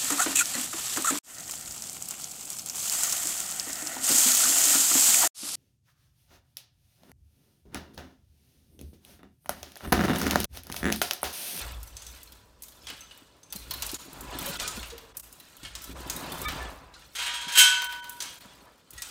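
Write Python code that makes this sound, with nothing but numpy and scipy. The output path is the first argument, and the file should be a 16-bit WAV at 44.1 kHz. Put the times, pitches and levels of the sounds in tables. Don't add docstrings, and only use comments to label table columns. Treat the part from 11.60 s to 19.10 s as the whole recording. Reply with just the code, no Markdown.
import sys
import numpy as np
from scipy import signal
from scipy.fft import rfft, irfft
from scipy.io import wavfile
from scipy.ndimage import uniform_filter1d

SR = 44100
rng = np.random.default_rng(int(sys.argv[2]) if len(sys.argv) > 2 else 0)


def wav_out(sig):
    wavfile.write(sys.argv[1], SR, np.round(np.clip(np.atleast_2d(sig).T, -1, 1) * 32767).astype(np.int16))


def decibels_to_gain(level_db):
    exponent = np.asarray(level_db, float) / 20
    return 10 ** exponent


N = 330750

# (time [s], grinding level [dB], frame rumble level [dB])
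ROLLING = [(0.0, -46, -38.5), (0.25, -60.5, -46.5), (0.95, -66.5, -63.5), (1.31, -63.5, -61),
           (1.86, -67, -76), (1.97, -66, -53), (2.25, -50, -46), (2.45, -58.5, -63), (2.59, -49, -47.5),
           (2.82, -43, -48.5), (3.22, -52.5, -45), (3.4, -57, -58), (3.94, -66.5, -72), (4.05, -64, -47.5),
           (4.21, -65.5, -56.5), (4.37, -47, -44), (4.68, -42.5, -53), (4.88, -42.5, -37.5),
           (5.02, -40, -44), (5.19, -52, -54), (5.53, -66.5, -63), (6.58, -61.5, -68.5), (7.1, -59, -66),
           (7.24, -72, -89), (7.36, -63, -50), (7.5, -78, -70)]
# (time [s], rattle level [dB])
STIR = [(0.0, -38), (0.25, -61), (0.52, -51.5), (0.95, -71.5), (1.31, -52.5), (1.86, -70.5), (1.97, -58.5),
        (2.25, -46), (2.5, -56), (2.82, -42.5), (2.99, -36), (3.22, -44), (3.4, -63), (3.94, -57.5),
        (4.05, -53), (4.47, -48), (4.52, -46.5), (4.88, -44), (5.02, -45.5), (5.19, -60.5), (5.32, -71),
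        (5.35, -54), (5.53, -59.5), (6.58, -53.5), (6.632, -45.5), (7.1, -64.5), (7.24, -70), (7.36, -55),
        (7.5, -47)]
# (time [s], nominal level [dB], brightness about 3 kHz [dB per octave])
BLOWS = [(5.551, -15, -0.5), (5.584, -12, -2), (5.62, -15.5, 0.5), (5.66, -12, -2.5), (5.736, -15.5, -0.5),
         (5.81, -18, -1.5), (5.88, -13.5, -2), (5.92, -13, 0.5), (5.953, -5, 0.5), (5.972, 2, 1),
         (5.982, -0.5, 5), (5.992, -6, 4), (6.602, -21, 0.5)]


def rms_one(x):
    return x / np.sqrt(np.mean(x ** 2) + 1e-20)


def at_hz(points, hz):
    return np.interp(np.log(hz), np.log(np.array(points)[:, 0]), np.array(points)[:, 1])


def in_time(rows):
    s, *columns = np.transpose(rows)
    return [np.interp(np.arange(N) / SR, s, c) for c in columns]


def band(x, low_hz, high_hz):
    return signal.sosfilt(signal.butter(2, [low_hz, high_hz], "band", fs=SR, output="sos"), x)


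def shaped(x, spectrum):
    hz = np.maximum(np.arange(N // 2 + 1) * SR / N, 10)
    return rms_one(irfft(rfft(x) * decibels_to_gain(at_hz(spectrum, hz)), N))


def drift(rate_hz):
    r = np.exp(-80 * np.pi * rate_hz / SR)
    chance = rng.standard_normal(N // 40 + 2002)
    slow = signal.lfilter([1], [1, -2 * r, r * r], chance)[2000:]
    return np.interp(np.arange(N) / 40, np.arange(len(slow)), rms_one(slow))


def ring(strikes, hz, t60):
    r = decibels_to_gain(-60 / (t60 * SR))
    w = 2 * np.pi * hz / SR
    return signal.lfilter([0, np.sin(w)], [1, -2 * r * np.cos(w), r * r], strikes + 1e-18)


def resonate(x, peaks):
    return rms_one(sum(decibels_to_gain(db) * np.sqrt(width) * ring(x, hz, 1.7 / width) for hz, width, db in peaks))


def grains(per_s, spread_db, clump_db):
    sizes = decibels_to_gain(spread_db * np.minimum(rng.exponential(1, N), 5)) * rng.choice([-1, 1], N)
    return sizes * (rng.random(N) < per_s * decibels_to_gain(clump_db * drift(15)) / SR)


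def add(out, s, piece):
    at = round(s * SR)
    out[at:at + len(piece)] += piece[:N - at]


def workshop_air():
    # (frequency [Hz], relative level [dB])
    air_spectrum = [(18, -36.5), (30, -7), (86, 11), (632, 4.5), (760, -26), (962, -4.5), (2170, -12.5),
                    (4080, -7.5), (13000, -19), (16000, -15)]
    return decibels_to_gain(-64.5) * shaped(rng.standard_normal(N), air_spectrum)


def shop(x):
    t60_s, wall_cut_hz, level_db = 0.62, 15500, -16
    out = np.zeros(N)
    dull = np.exp(-2 * np.pi * wall_cut_hz / SR)
    lags = (rng.uniform(.015, 0.041, 10) * SR).astype(int)
    for k, lag in enumerate(lags):
        loop, state = x.copy(), [0.]
        gain = decibels_to_gain(-60 * lag / SR / t60_s)
        for i in range(lag, N, lag):
            back, state = signal.lfilter([gain * (1 - dull)], [1, -dull], loop[i - lag:i], zi=state)
            loop[i:i + lag] += back[:N - i]
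        out += (loop - x) * (-1) ** k
    return decibels_to_gain(level_db) * out


def brief_dips():
    dip_times = [2.38, 2.982, 3.536, 3.619, 4.342, 4.87, 6.283, 6.415, 6.796]
    depth_db, spread_s = 13.5, .0065
    t = np.arange(N) / SR
    return decibels_to_gain(-depth_db * sum(np.exp(-.5 * ((t - s) / spread_s) ** 2) for s in dip_times))


def tones():
    # (time [s], pitch [Hz], nominal level [dB])
    tone_table = [(2.11, 1040, -47), (2.87, 990, -46), (2.87, 558, -41), (3.022, 1240, -44),
                  (3.026, 1506, -43), (3.07, 1270, -40), (3.14, 2780, -51), (3.319, 466, -42),
                  (3.419, 457, -53), (3.47, 446, -54.5), (4.04, 2200, -51), (4.046, 2870, -50),
                  (4.846, 1237, -33.5), (4.852, 1750, -40), (4.85, 2290, -35.5), (4.85, 3600, -40),
                  (5.002, 1750, -39.5), (5.06, 1750, -47), (5.972, 349, -45.5), (7.374, 1920, -46)]
    t60_s, swell_s = 0.11, 0.034
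    out, t = np.zeros(N), np.arange(round(.5 * SR)) / SR
    noise = rng.standard_normal((len(tone_table), len(t)))
    wavers = 1 + .3 * rms_one(band(noise, 12, 80))
    for (s, hz, level_db), waver in zip(tone_table, wavers):
        envelope = decibels_to_gain(level_db + 19.5 - 60 * t / t60_s) * (1 - np.exp(-t / swell_s))
        add(out, s, waver * envelope * np.sin(2 * np.pi * hz * t))
    return out


def thuds():
    # (time [s], nominal level [dB], settled pitch [Hz])
    thud_table = [(1.299, -41, 434), (1.322, -38.5, 257), (1.618, -49.5, 260), (1.752, -53, 600),
                  (1.952, -32.5, 181), (2.33, -27.5, 270), (2.749, -30, 262), (2.894, -28.5, 170),
                  (3.172, -26, 199), (4.028, -41, 270), (5.869, -35.5, 165), (6.852, -42, 194),
                  (7.33, -44, 119.5)]
    t60_s, rise_s = .06, 0.0035
    out, t = np.zeros(N), np.arange(round(.3 * SR)) / SR
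    puffs = rms_one(band(rng.standard_normal((len(thud_table), len(t))), 86, 400))
    sagging_t = t + 0.0021 * (1 - np.exp(-t / 0.0056))
    for (s, level_db, hz), puff in zip(thud_table, puffs):
        knock = np.sin(2 * np.pi * hz * sagging_t) + 0.66 * puff
        add(out, s, decibels_to_gain(level_db - 60 * t / t60_s) * (1 - np.exp(-t / rise_s)) * knock)
    return out


def clicks():
    # (time [s], nominal level [dB], ring pitch [Hz], nominal bright edge level [dB],
    #  ring level re the nominal level [dB])
    click_table = [(0.0133, -27, 3490, -30.5, -12), (0.1195, -35, 3520, -38, -19),
                   (0.2299, -51, 5460, -34.5, -4), (0.2736, -37, 5930, -39, -13),
                   (0.367, -26, 6170, -39, -12.5), (0.4206, -28.5, 6740, -41, -16),
                   (0.4653, -27.5, 6120, -38, -12), (0.56, -38, 2900, -53, -18),
                   (0.631, -53, 7150, -37.5, -10), (0.6734, -45.5, 4190, -58, -3),
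                   (0.721, -34.5, 4450, -39, -27), (1.2166, -49, 5230, -64, -2),
                   (1.0217, -38, 8000, -32.5, -19), (1.0347, -32, 6940, -32.5, -16),
                   (1.0826, -35, 6940, -39, -19), (1.121, -43, 4200, -47, -13),
                   (1.269, -24.5, 3330, -39, -13), (1.2844, -25, 3280, -51, -15.5),
                   (1.3005, -24.5, 2960, -35, -13), (1.4065, -43.5, 6200, -44, 3.5),
                   (1.5095, -34.5, 2930, -53, -9), (1.575, -46, 2840, -44, -24),
                   (1.8313, -38.5, 6250, -53, -9), (1.9024, -40, 6200, -55, -6),
                   (1.9248, -21, 4640, -23, -19), (1.9602, -38.5, 4150, -29, 0.5),
                   (2.1091, -16.5, 4300, -21.5, -14.5), (2.1378, -24, 4010, -26.5, -10.5),
                   (2.2221, -13, 5000, -19.5, -35), (2.2645, -41, 7300, -25.5, -17),
                   (2.2921, -21.5, 4160, -44, -16.5), (2.3148, -41, 3580, -29, -6),
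                   (2.3428, -18.5, 6870, -27.5, -13), (2.53, -35, 3300, -35.5, -28),
                   (2.608, -41, 7100, -31, -9), (2.7871, -23, 3650, -24.5, -18),
                   (2.8257, -29, 2530, -31, -18), (2.8611, -23.5, 3090, -23.5, -12),
                   (2.998, -16.5, 3840, -64, -26), (3.0771, -14.5, 7030, -25, -18),
                   (3.2288, -25, 2835, -38, -11.5), (3.3016, -27, 3830, -44, -17),
                   (3.3795, -29, 3980, -36, -28), (3.5693, -39, 7800, -25.5, -10),
                   (3.597, -34, 7600, -32.5, -22), (3.7264, -39, 7000, -38, -14),
                   (3.7997, -34, 4020, -38, -17), (3.9674, -48, 4260, -41, -12),
                   (4.0317, -30, 4300, -57, -26), (4.0495, -25.5, 3170, -47, -11),
                   (4.1519, -19.5, 5120, -31.5, -23), (4.2188, -38, 5590, -36, -10),
                   (4.241, -27, 6160, -30.5, -21), (4.4982, -13.5, 6680, -23, -17),
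                   (4.5632, -37, 3830, -27, -0.5), (4.7198, -26.5, 3540, -26.5, -9.5),
                   (4.8164, -44, 3180, -26, -26), (4.8838, -16, 2570, -26.5, -44),
                   (5.3389, -37, 4040, -57, -11.5), (6.219, -16, 3340, -26.5, -34),
                   (6.2429, -26, 3110, -26, -19), (6.3242, -22, 3050, -32, -24),
                   (6.442, -30, 3120, -37.5, -22), (6.495, -38, 3200, -28, -17),
                   (6.6033, -16.5, 5960, -32, -16.5), (6.6218, -17, 6180, -29, -21),
                   (6.8074, -38, 3270, -43, -23), (7.3062, -42.5, 7530, -37, -21),
                   (7.334, -45.5, 7000, -40.5, -17), (7.3788, -27, 6560, -43, -14),
                   (7.42, -16.5, 6220, -27, -26)]
    body_re_level_db, body_db_per_octave = -21.5, -7
    overtone_ratio, overtone_db, undertone_ratio, undertone_db = 1.3, -8, 0.55, -12.5
    out, t = np.zeros(N), np.arange(round(.3 * SR)) / SR
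    noise = rng.standard_normal((len(click_table), len(t)))
    middle = rms_one(band(noise, 2550, 9600))
    edge = rms_one(band(noise, 6850, 19800))
    body = rms_one(band(noise, 744, 4280))
    beats = rms_one(band(noise, 15, 250))
    rise = 1 - np.exp(-t / 0.00097)
    for k, (s, level_db, hz, edge_db, ring_db) in enumerate(click_table):
        near_ring = rms_one(band(noise[k], hz / 1.71, hz * 1.69))
        colour = (1.53 + 5.4 * np.exp(-t / 0.00072)) * middle[k] + near_ring
        burst = decibels_to_gain(level_db - 19.5 - 60 * t / 0.075) * colour
        crack = np.exp(-t / 0.00057) + 0.23 * decibels_to_gain(-60 * t / 0.052)
        burst += decibels_to_gain(edge_db + 10.0) * crack * edge[k]
        body_db = level_db + body_re_level_db + body_db_per_octave * np.log2(hz / 4000)
        burst += decibels_to_gain(body_db - 60 * t / 0.2) * body[k]
        turn = 2 * np.pi * hz * t
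        ringing = (1 + .45 * beats[k]) * np.sin(turn)
        ringing += decibels_to_gain(overtone_db) * beats[k - 1] * np.sin(overtone_ratio * turn)
        ringing += decibels_to_gain(undertone_db) * np.sin(undertone_ratio * turn)
        add(out, s, rise * (burst + decibels_to_gain(level_db + ring_db - 60 * t / 0.082) * ringing))
    return out


def jingle():
    touches = grains(2500, spread_db=3.0, clump_db=3.5)
    dealt = rng.integers(0, 24, N)
    pitches = np.geomspace(1300, 9000, 24) * rng.uniform(1.0, 1.04, 24)
    return sum(ring(touches * (dealt == k), hz, 134.0 / hz) for k, hz in enumerate(pitches))


def chain_rattle():
    # (frequency [Hz], relative level [dB])
    rattle_spectrum = [(880, -2.5), (1500, -8), (2020, -10), (2570, -4.5), (2860, -4.5), (3200, -1.5),
                       (3800, -1.5), (4300, -1), (4800, -3.5), (9000, -4.5), (11700, -28.5), (19800, -120)]
    rattle_db, = in_time(STIR)
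    links = rms_one(grains(2500, spread_db=-1.0, clump_db=5.0)) + 1.3 * rms_one(jingle())
    return decibels_to_gain(rattle_db) * shaped(links, rattle_spectrum)


def chain_sizzle():
    re_rattle_db, follows, stir_mean_db = -6.0, 1, -45
    rattle_db, = in_time(STIR)
    sizzle_db = stir_mean_db + re_rattle_db + follows * (rattle_db - stir_mean_db)
    return decibels_to_gain(sizzle_db) * rms_one(band(grains(2000, spread_db=5.0, clump_db=7.5), 8000, 19845))


def stored(at, blow_db, t60, rise_s):
    energy, spread = np.zeros(N), np.exp(-1 / (rise_s * SR))
    energy[at] = decibels_to_gain(2 * blow_db)
    energy = signal.lfilter([1 - spread], [1, -spread], energy + 1e-18)
    return np.sqrt(signal.lfilter([1], [1, -decibels_to_gain(-120 / (t60 * SR))], energy))


def overtones():
    hz = np.arange(N // 2 + 1) * SR / N
    lines = rng.random((2, len(hz))) < SR / N / 70
    lines = lines * decibels_to_gain(1.2 * rng.standard_normal((2, len(hz))))
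    comb = uniform_filter1d(lines, size=90, axis=1)
    comb = uniform_filter1d(comb, size=90, axis=1)
    return rms_one(irfft(rfft(rng.standard_normal((2, N))) * (rms_one(comb) + .85), N))


def clang_rings():
    mode_pitches = [963.5, 1233, 1496.5, 1514, 1630, 2212, 2353, 2612, 2721, 2982, 3115, 3240, 4050, 4430,
                    4605, 6155, 6445, 6570, 7968, 8150, 8490, 11250, 13374, 13418]
    # (relative level [dB], t60 before damping [s], change under a light blow [dB])
    mode_table = [(-15, 2.45, 0.5), (-38.5, 0.34, 6.5), (0, 1.03, -18.5), (-8, 0.8, -8), (-14, 0.82, -5),
                  (-8.5, 0.46, -12.5), (-15.5, .3, -3), (-4, 0.36, -17.5), (-10, 0.37, -9), (-18, 0.2, 4.5),
                  (1.5, 0.78, -9), (-15, 0.75, 9), (-14, 0.61, -2), (-24, .33, 3), (-34, 0.54, 10),
                  (-17, 0.74, -2.5), (-18, 0.33, 1), (-15, 0.13, -1.5), (-6, 0.42, -10), (-8.5, 0.23, -3),
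                  (-12, 0.3, 2.5), (-23.5, 0.37, -1), (-15.5, 0.37, -12.5), (-24.5, 0.24, -13.5)]
    light_blow_db = -6
    settles_s, damping_db_per_s = 6.56, 54
    s, level_db, bright_db = np.transpose(BLOWS)
    at, rings, t = np.round(s * SR).astype(int), np.zeros(N), np.arange(N) / SR
    luck_db = rng.normal(0, 0.34, (len(at), len(mode_table)))
    phase = rng.uniform(0, 2 * np.pi, len(mode_table))
    for k, (hz, (mode_db, t60, light_db)) in enumerate(zip(mode_pitches, mode_table)):
        blow_db = level_db + mode_db - 21.5 + bright_db * np.log2(hz / 3000) + luck_db[:, k]
        blow_db += light_db * (level_db < light_blow_db)
        waver = decibels_to_gain(np.log2(hz / 600) * drift(18))
        rings += stored(at, blow_db, t60, 31.0 / hz) * waver * np.sin(2 * np.pi * hz * t + phase[k])
    return rings * decibels_to_gain(-damping_db_per_s * np.maximum(t - settles_s, 0))


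def clang_wash():
    # (frequency [Hz], relative level [dB])
    shell_spectrum = [(120, -70), (250, -21.5), (700, -18), (1370, -5), (1450, -0.5), (1740, -7),
                      (2380, -6.5), (3190, 1.5), (4350, -8), (8270, -6), (10300, -16), (13800, -14),
                      (16000, -31)]
    # (frequency [Hz], t60 [s])
    shell_decay = [(400, 0.22), (1500, 0.88), (4000, 0.6), (8000, 0.45), (15000, 0.098)]
    s, level_db, bright_db = np.transpose(BLOWS)
    at, wash = np.round(s * SR).astype(int), np.zeros(N)
    edges = 250 * 2 ** np.arange(0, 6.5, .5)
    modes = overtones()
    for k, (low, high) in enumerate(zip(edges, edges[1:])):
        hz = np.sqrt(low * high)
        blow_db = level_db - 9 + at_hz(shell_spectrum, hz) + bright_db * np.log2(hz / 3000)
        envelope = stored(at, blow_db, at_hz(shell_decay, hz), 0.0032)
        wash += envelope * band(modes[k % 2], low, high)
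    return band(wash, 450, 19000)


def frame_rumble():
    _, rumble_db = in_time(ROLLING)
    push = rng.standard_normal(N)
    rumble = rms_one(ring(push, 62, .2)) + .5 * rms_one(band(push, 40, 115))
    return decibels_to_gain(rumble_db) * rms_one(band(rumble, 36, 120))


def rolling_drone():
    # (pitch [Hz], nominal width [Hz], relative level [dB])
    drone_peaks = [(172, 83, -1.5), (273.6, 18, -4.5), (333, 63, -3)]
    re_grind_db, follows, roll_mean_db = -3, 1.11, -46
    leads_s = 0.082
    grind_db, _ = in_time(ROLLING)
    coming_db = np.interp(np.arange(N) + leads_s * SR, np.arange(N), grind_db)
    drone_db = roll_mean_db + re_grind_db + follows * (coming_db - roll_mean_db)
    lumps = grains(400, spread_db=3.0, clump_db=4.0)
    drone = band(resonate(lumps, drone_peaks) + 0.073 * rms_one(band(lumps, 110, 310)), 100, 540)
    return decibels_to_gain(drone_db) * rms_one(drone)


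def rotor_grinding():
    # (frequency [Hz], relative level [dB])
    grind_spectrum = [(240, -40.5), (400, -5.5), (1040, -1), (1580, -7), (2460, -13), (5000, -25),
                      (6500, -45.5), (11000, -120)]
    # (pitch [Hz], nominal width [Hz], relative level [dB])
    bore_peaks = [(510, 94, 9.5), (990, 13, 5), (1240, 180, -8.5), (1750, 14, -5.5), (2290, 21, -28.5),
                  (2870, 78, -5.5)]
    grind_db, _ = in_time(ROLLING)
    grit = grains(6000, spread_db=2.0, clump_db=2.0)
    grind = shaped(grit, grind_spectrum) + 0.55 * band(resonate(grit, bore_peaks), 850, 4700)
    return decibels_to_gain(grind_db) * rms_one(grind)


def scene():
    hits = clicks()
    noisy = workshop_air() + hits + shop(hits) + chain_rattle() + chain_sizzle()
    noisy += clang_wash() + rotor_grinding()
    steady = tones() + thuds() + clang_rings() + frame_rumble() + rolling_drone()
    return (steady + brief_dips() * noisy)[None]


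def roll_off(x):
    return signal.sosfilt(signal.butter(12, 16980, fs=SR, output="sos"), x)


def record(dry):
    cut = signal.sosfilt(signal.cheby2(10, 50, 16536, fs=SR, output="sos"), dry)
    return roll_off(cut)


dry = scene()
out = record(dry)
wav_out(out)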